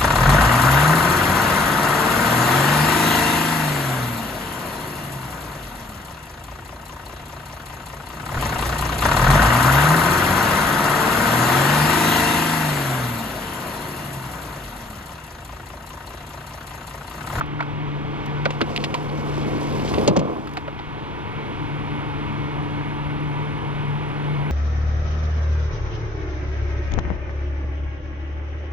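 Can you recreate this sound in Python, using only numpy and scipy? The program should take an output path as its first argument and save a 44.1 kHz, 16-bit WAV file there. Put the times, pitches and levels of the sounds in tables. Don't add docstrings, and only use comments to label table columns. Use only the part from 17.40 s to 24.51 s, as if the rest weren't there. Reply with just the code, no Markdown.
import sys
import numpy as np
from scipy import signal
from scipy.fft import rfft, irfft, next_fast_len
from scipy.io import wavfile
from scipy.ndimage import uniform_filter1d

SR = 44100
rng = np.random.default_rng(int(sys.argv[2]) if len(sys.argv) > 2 else 0)


def gain_from_db(level_db):
    decades = np.asarray(level_db, float) / 20
    return 10 ** decades


def generate_wav(signal):
    frames = np.transpose(np.atleast_2d(signal))
    scaled = np.clip(frames, -1, 1) * 32767
    pcm = np.round(scaled).astype(np.int16)
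    wavfile.write(sys.argv[1], SR, pcm)


N = 313551
TIME = np.arange(N) / SR
SIZE = next_fast_len(N)
SHORT = np.arange(4096) / SR


def curves(table):
    s, *columns = np.transpose(table)
    return [np.interp(TIME, s, c) for c in columns]


def plateaus(events, attack_s, release_s=None):
    total = 0
    for s, db, hold, back in events:
        total = total + np.interp(TIME - s, np.cumsum([0, attack_s, hold, back]), [0, db, db, 0])
    return total


def unit(x):
    return x / np.sqrt(np.mean(x ** 2))


def peak(x):
    return x / np.max(abs(x), axis=1, keepdims=True)


def walk(rate):
    k = int(SR / rate)
    steps = np.repeat(rng.standard_normal(N // k + 1), k)
    return 1.14 * uniform_filter1d(uniform_filter1d(steps, k), k)[:N]


def ring(x, hz, width):
    return signal.lfilter(*signal.iirpeak(hz, hz / width, fs=SR), x)


def band(x, lo_hz, hi_hz, order=2):
    edges = [lo_hz, min(hi_hz, .45 * SR)]
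    return signal.sosfilt(signal.butter(order, edges, "band", fs=SR, output="sos"), x)


def grains(rate, spread_db, count=N):
    on = rng.random(count) < rate / SR
    return on * gain_from_db(spread_db * rng.exponential(size=count)) * rng.standard_normal((2, count))


# (time [s], length [s], extra grit level [dB])
SCRAPES = [(1.062, 0.018, 1), (1.112, .035, 4), (1.29, 0.087, 5), (1.395, 0.036, 5), (1.77, 0.04, 4.5),
           (1.94, 0.085, 3.5), (2.297, 0.068, 2.5), (2.442, 0.1, 4.5)]


def scraping():
    edge_s = 0.0046
    return plateaus([(s, db, length, edge_s) for s, length, db in SCRAPES], edge_s)


# (time [s], nearness level [dB], level of wheels facing the camera [dB])
ROLL = [
    (0.9, -22, -4),
    (1.24, -6.5, -6.5),
    (1.64, -7, -5.5),
    (2.0, -4, -2.5),
    (2.5, -1.5, 1),
    (2.62, 3, -1),
    (2.78, -0.5, -12),
    (2.95, -4.5, -10.5),
    (3.1, -19, -8),
]
# (frequency [Hz], width [Hz], level [dB])
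DECK = [(168, 115, -2.5), (218.5, 76, 1.5), (327, 15, 0), (404, 65, -6.5), (526, 154, -4), (593, 172, -5.5)]


def wheels():
    near_db, facing_db = curves(ROLL)
    rolling = np.interp(TIME, [.8, 1.25, 3.2, 3.5], [0, 1, 1, 0])
    patches_db = walk(29.94)

    bumps = band(grains(800, 0.76), 215, 1250, order=4)
    deck = 0
    for k, (hz, width, db) in enumerate(DECK):
        deck = deck + (-1) ** k * gain_from_db(db) * ring(bumps, hz, width)
    growl = ring(bumps, 727, 140) + 0.58 * ring(bumps, 1033, 170)
    slab = band(grains(300, 3.4), 63, 127)
    sand = grains(3500, 0.68)
    grit = band(sand, 2300, 5400) + 0.051 * band(sand, 5000, 7800, order=3)
    hiss = band(sand, 8900, 11600)

    deck_db = -27.5 + near_db + 0.7 * walk(25)
    growl_db = -36 + 0.86 * near_db - 0.37 * facing_db
    slab_db = -37.5 + 2.4 * near_db
    grit_db = -47.5 + 0.42 * near_db + facing_db + scraping() + 1.4 * patches_db
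    hiss_db = -57.5 + 0.43 * near_db + 1.03 * facing_db + 0.65 * patches_db + 1.5 * walk(24.6)
    layers = ((deck, deck_db), (growl, growl_db), (slab, slab_db), (grit, grit_db), (hiss, hiss_db))
    return rolling * sum(unit(x) * gain_from_db(db) for x, db in layers)


def rattle(t60, hold, strike=0.):
    rise = 1 - np.exp(-SHORT / 0.00034)
    fade = gain_from_db(-60 * np.maximum(SHORT - hold, 0) / max(t60, .006))
    first = strike * np.exp(-((SHORT - .0004) / .0001) ** 2)
    return grains(12000, 3.3, count=len(SHORT)) * rise * fade + first


def place(blows):
    out = np.zeros((2, N + len(SHORT)))
    for s, db, x in blows:
        at = int(s * SR)
        out[:, at:at + x.shape[1]] += peak(x) * gain_from_db(db)
    return out[:, :N]


# (time [s], peak level [dB], ring frequency [Hz])
KNOCKS = [(0.0095, -14.5, 1240), (0.009, -27, 660), (0.192, -26, 1250), (0.203, -21, 1390),
          (0.2051, -18, 2030), (0.2055, -18, 820), (0.225, -21.5, 1240), (1.055, -12, 1310),
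          (1.056, -14, 577), (1.104, -25, 550), (1.104, -26.5, 1000), (1.208, -14, 1120),
          (1.213, -16.5, 1390), (1.439, -22, 650), (1.44, -27, 930), (1.5415, -22, 1120), (1.546, -20, 980),
          (2.539, -19.5, 1020), (2.578, -13.5, 530), (2.679, -7.5, 650), (2.679, -15, 865),
          (2.763, -15, 891), (2.767, -17, 608), (3.072, -27.5, 1280), (3.171, -22, 1350), (3.171, -25, 770),
          (3.28, -24.5, 580), (3.28, -27.5, 1340), (3.39, -28, 834)]


def knock(hz):
    wood = band(rattle(0.031, 0.0035, strike=1.4), 0.11 * hz, 2 * hz)
    return ring(ring(wood, hz, 0.24 * hz), hz, 0.92 * hz)


def knocks():
    return place((s, db, knock(hz)) for s, db, hz in KNOCKS)


# (time [s], peak level [dB], decay [s])
THUMPS = [
    (1.056, -25.5, 0.15),
    (1.212, -14, 0.045),
    (1.539, -18.5, 0.07),
    (2.578, -11, 0.14),
    (2.676, -8, 0.14),
    (2.722, -30, 0.12),
    (2.764, -7, 0.15),
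    (2.811, -15.5, 0.095),
    (2.85, -20, 0.077),
]


def boom(hz, t60):
    phase = 2 * np.pi * np.cumsum(140 + (hz - 140) * np.exp(-SHORT / 0.0121)) / SR
    swing = np.sin(phase) * (1 - np.exp(-SHORT / 0.0041)) * gain_from_db(-60 * SHORT / t60)
    push = band(rattle(t60, 0.0041), 70, 435)
    modes = sum(ring(push, f, 0.93 * width) for f, width, _ in DECK)
    return swing + 1.04 * modes / np.max(abs(modes))


def thumps():
    return place((s, db, boom(458, t60)) for s, db, t60 in THUMPS)


def clank(hz, treble_db, top_db, t60):
    shudder = rattle(t60, 0.047 * t60, strike=1.04)
    quicker = shudder * np.exp(-SHORT / 0.017)
    metal = band(shudder, 1700, 4700, order=3)
    treble = band(quicker, 4500, 7000, order=3)
    top = band(quicker, 8800, 13000, order=3)
    body = peak(ring(metal, hz, 0.5 * hz) + 0.12 * metal)
    return body + gain_from_db(treble_db) * peak(treble) + gain_from_db(top_db) * peak(top)


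CLACK_T60_S = 0.039
# (time [s], peak level [dB], centre frequency [Hz], treble level [dB])
CLACKS = [(0.0094, -33, 2200, -14), (0.205, -29.5, 2070, -12.5), (0.224, -29, 2300, -15),
          (1.052, -26, 2400, -5), (1.0548, -11.5, 2240, -32), (1.1045, -22.5, 2300, -12),
          (1.2074, -29, 2020, -11), (1.213, -13.5, 2830, -14.5), (1.3614, -9.5, 2600, -17),
          (1.4393, -11, 2450, -16), (1.443, -19, 2700, -12), (1.5407, -13.5, 2700, -13.5),
          (2.5385, -21, 2400, -12), (2.5825, -24.5, 2200, -16), (2.6755, -9.5, 2800, -1.5),
          (2.7631, -14.5, 2640, -0.5), (2.791, -25, 2200, -3), (3.1696, -20, 2300, -17),
          (3.2784, -29, 2200, -30), (3.39, -29, 2200, -38)]


def clacks():
    blows = []
    for s, db, hz, treble_db in CLACKS:
        t60 = CLACK_T60_S + .04 * gain_from_db(treble_db)
        blows.append((s, db, clank(hz, treble_db, -21.5 + 0.39 * treble_db, t60)))
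    return place(blows)


# (time [s], peak level [dB])
PEBBLES = [(1.4, -28), (1.6895, -29), (2.028, -28), (2.0594, -36), (2.3236, -30), (2.395, -27),
           (2.4776, -27)]


def pebbles():
    return place((s, db, clank(2800, -23, -41, CLACK_T60_S)) for s, db in PEBBLES)


# (time [s], peak level [dB])
TICKS = [(0.06, -44), (0.8589, -33), (3.072, -36), (3.092, -42), (3.112, -44), (3.1347, -35), (3.152, -44)]


def ticks():
    return place((s, db, clank(2240, -7.5, -9, CLACK_T60_S)) for s, db in TICKS)


# (time [s], depth [dB], hold [s], recovery [s])
DUCKS = [
    (-0.02, -3, 0.15, 0.81),
    (1.02, -2.5, 0.68, 0.2),
    (2.683, -5.5, .45, .95),
]


def ducking():
    return plateaus(DUCKS, attack_s=0.051)


def tone(phase, wobble_db, rate):
    level = gain_from_db(wobble_db * walk(rate))
    return np.sqrt(2) * level * np.sin(phase + 0.54 * wobble_db * walk(rate))


# (frequency [Hz], level [dB per Hz])
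AIR = [(20, -11.5), (80, -6.5), (125, -6), (200, -12), (310, -11), (420, -15), (640, -20.5), (950, -14.5),
       (1700, -25), (2200, -23), (3300, -27.5), (4600, -43), (8500, -60), (15000, -70)]


def rushing_air(bass_db, body_db, upper_db):
    freq = np.fft.rfftfreq(SIZE, 1 / SR) + 1
    hz, db = np.transpose(AIR)
    white = rfft(rng.standard_normal((2, SIZE))) * gain_from_db(np.interp(np.log(freq), np.log(hz), db))
    scale = gain_from_db(-32) / np.std(irfft(white, SIZE))
    air = 0
    for octave in np.arange(-6, 5.):
        share = np.clip(1 - abs(np.log2(freq / 1000) - octave), 0, 1)
        gain_db = bass_db if octave < -2.7 else body_db if octave < 0 else upper_db
        air = air + scale * irfft(white * share, SIZE)[:, :N] * gain_from_db(gain_db + 0.65 * walk(9))
    return air


# (frequency [Hz], level [dB])
MOTOR = [(323.0, -49.5), (439.8, -47.5), (732.1, -57.5), (855.9, -52), (909.8, -56.5), (963.6, -49),
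         (1174, -55), (1389, -60.5), (1497, -55), (1707, -60.5), (2196, -54)]


def motor(bass_db, upper_db):
    shaft_hz, shaft_db = 107.2, -44.5
    lines = sum(gain_from_db(db + upper_db) * tone(2 * np.pi * hz * TIME, 2.89, 20) for hz, db in MOTOR)
    for k in range(2):
        turn = 2 * np.pi * (k + 1) * shaft_hz * TIME
        lines = lines + gain_from_db(shaft_db - 1.06 * k + bass_db) * tone(turn, 1.5, 14)
    return lines


# (time [s], level [dB], overtone level under it [dB])
FAN = [(0.0, -38, -4), (0.55, -30.5, -10), (0.77, -36.5, -4), (1.0, -29.5, -16.5), (1.29, -36, -22),
       (1.6, -32.5, -12.5), (2.2, -31.5, -5.5), (2.65, -39, -2), (3.0, -43, -4), (3.9, -44.5, -13),
       (4.2, -36, -4.5), (5.0, -35, -3), (5.65, -31.5, -5), (5.96, -29.5, -11.5), (6.3, -33.5, -9),
       (6.55, -28, -24), (6.7, -33.5, -10), (6.9, -27.5, -16)]


def fan():
    first_db, second_db = curves(FAN)
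    turn = 2 * np.pi * 146.55 * TIME
    first = gain_from_db(first_db) * tone(turn, 1.0, 16)
    return first + gain_from_db(first_db + second_db) * tone(2 * turn, 0.52, 6.1)


def leaves(upper_db):
    rustle = band(rng.standard_normal((2, N)), 9500, 12200)
    return gain_from_db(-78.5 + 0.25 * upper_db) * unit(rustle)


def plant():
    upper_db = ducking()
    bass_db, body_db = 1.26 * upper_db, 0.96 * upper_db
    return rushing_air(bass_db, body_db, upper_db) + motor(bass_db, upper_db) + fan() + leaves(upper_db)


def singer(hz, width):
    lowpass = signal.butter(3, width / 2, fs=SR, output="sos")
    slow = signal.sosfilt(lowpass, rng.standard_normal((2, 2, N)))
    phase = 2 * np.pi * np.cumsum(hz) / SR
    return unit(slow[0] * np.cos(phase) + slow[1] * np.sin(phase))


# (time [s], low singer level [dB], high singer level [dB])
BUZZ = [(3.2, -82, -96), (3.6, -78, -94), (4.1, -73, -90), (5.3, -71, -91), (7.1, -70.5, -89)]
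# (time [s], low singer frequency [Hz], high singer frequency [Hz])
DRIFT = [(3.4, 10080, 13900), (5, 10260, 13760), (7.1, 10360, 13660)]


def insects():
    low_db, high_db = curves(BUZZ)
    low_hz, high_hz = curves(DRIFT)
    throb = unit(np.exp(.8 * np.cos(2 * np.pi * 72.5 * TIME)))
    low = singer(low_hz, 380) * throb * gain_from_db(low_db)
    high = singer(high_hz, 330) * gain_from_db(high_db + 3)
    return np.interp(TIME, [2.9, 3.25], [.1, 1]) * (low + high)


def scene():
    board = wheels() + knocks() + thumps() + clacks() + pebbles() + ticks()
    return board + plant() + insects()


def limiter(dry):
    level, lag_s = 0.51, 0.03
    keep = np.exp(-1 / (lag_s * SR))
    loud = signal.lfilter([1 - keep], [1, -keep], dry[0] ** 2)
    return dry / np.sqrt(1 + 2 * loud / level ** 2)


# (frequency [Hz], level [dB], phase lead [rad], likeness [0-1])
PORTS = [(60, -24, .2, .4), (108, -24, .4, .45), (120, -15, 1.3, .7), (135, -6, 1.5, .97),
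         (200, -2.5, 1.52, 1.), (350, 1.2, 1.53, 1.), (700, 3.1, 1.55, .99), (1300, 1.4, 1.65, .98),
         (1900, 2.1, 1.7, .96), (2800, .6, 1.05, .95), (4500, -2.5, 1.6, .88), (6500, -5, 2.3, .7),
         (8000, -8.5, 3, .4), (9200, -1, 3.1, .5), (10200, 4, 1.2, .6), (11200, 9, 3.1, .4),
         (12800, 7, 3.1, .4), (13700, 2, .6, .5)]


def two_ports(x):
    freq = np.fft.rfftfreq(SIZE, 1 / SR) + 1
    hz, *columns = np.transpose(PORTS)
    db, lead, like = (np.interp(np.log(freq), np.log(hz), c) for c in columns)
    like = np.clip(like, 0, 1)
    left, other = rfft(x, SIZE)
    right = gain_from_db(db) * np.exp(1j * lead) * (like * left + np.sqrt(1 - like ** 2) * other)
    both = np.sqrt(1 + gain_from_db(2 * db) + 2 * like * gain_from_db(db) * np.cos(lead)) / 2
    return irfft(np.array([left, right]) / both, SIZE)[:, :N]


def thin(x):
    hz, _, z = signal.stft(x, SR, nperseg=1024)
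    patch = 10 * np.log10(uniform_filter1d(abs(z) ** 2, size=6, axis=1) + 1e-18)
    top = patch[:, (hz > 10800) & (hz < 13000)]
    loud = top.mean(axis=(0, 1))
    louder = loud - np.median(loud)
    low_insect = patch[:, (hz > 10100) & (hz < 10500)].mean(axis=(0, 1))
    thin_tone = uniform_filter1d(low_insect - loud, size=30)

    slope = (-2.6 * np.clip(hz / 1000 - 12, 0, 2) + 3.5 * (hz > 14150))[:, None]
    gap = (9.5 + .22 * np.maximum(louder, 0)) * (abs(hz - 9280) < 300)[:, None]
    mask = 1.7 * (abs(hz - 12150) < 1250)[:, None] * np.maximum(thin_tone - 9.2, 0)
    whim = rng.standard_normal((len(hz) // 10 + 1, len(loud) // 4 + 1))
    whim = 3 * np.kron(whim, np.ones((10, 4)))[:len(hz), :len(loud)]
    limit = np.median(top) - 5 + slope + gap + mask + whim + .6 * louder
    dropped = (patch < limit) & (hz > 7800)[:, None]
    return signal.istft(z * ~dropped, SR, nperseg=1024)[1][:, :N]


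def top_cut(x):
    return signal.sosfilt(signal.butter(12, 15110, fs=SR, output="sos"), x)


def record(dry):
    pair = np.tanh(two_ports(limiter(dry)))
    return top_cut(thin(pair))


dry = scene()
out = record(dry)
generate_wav(out)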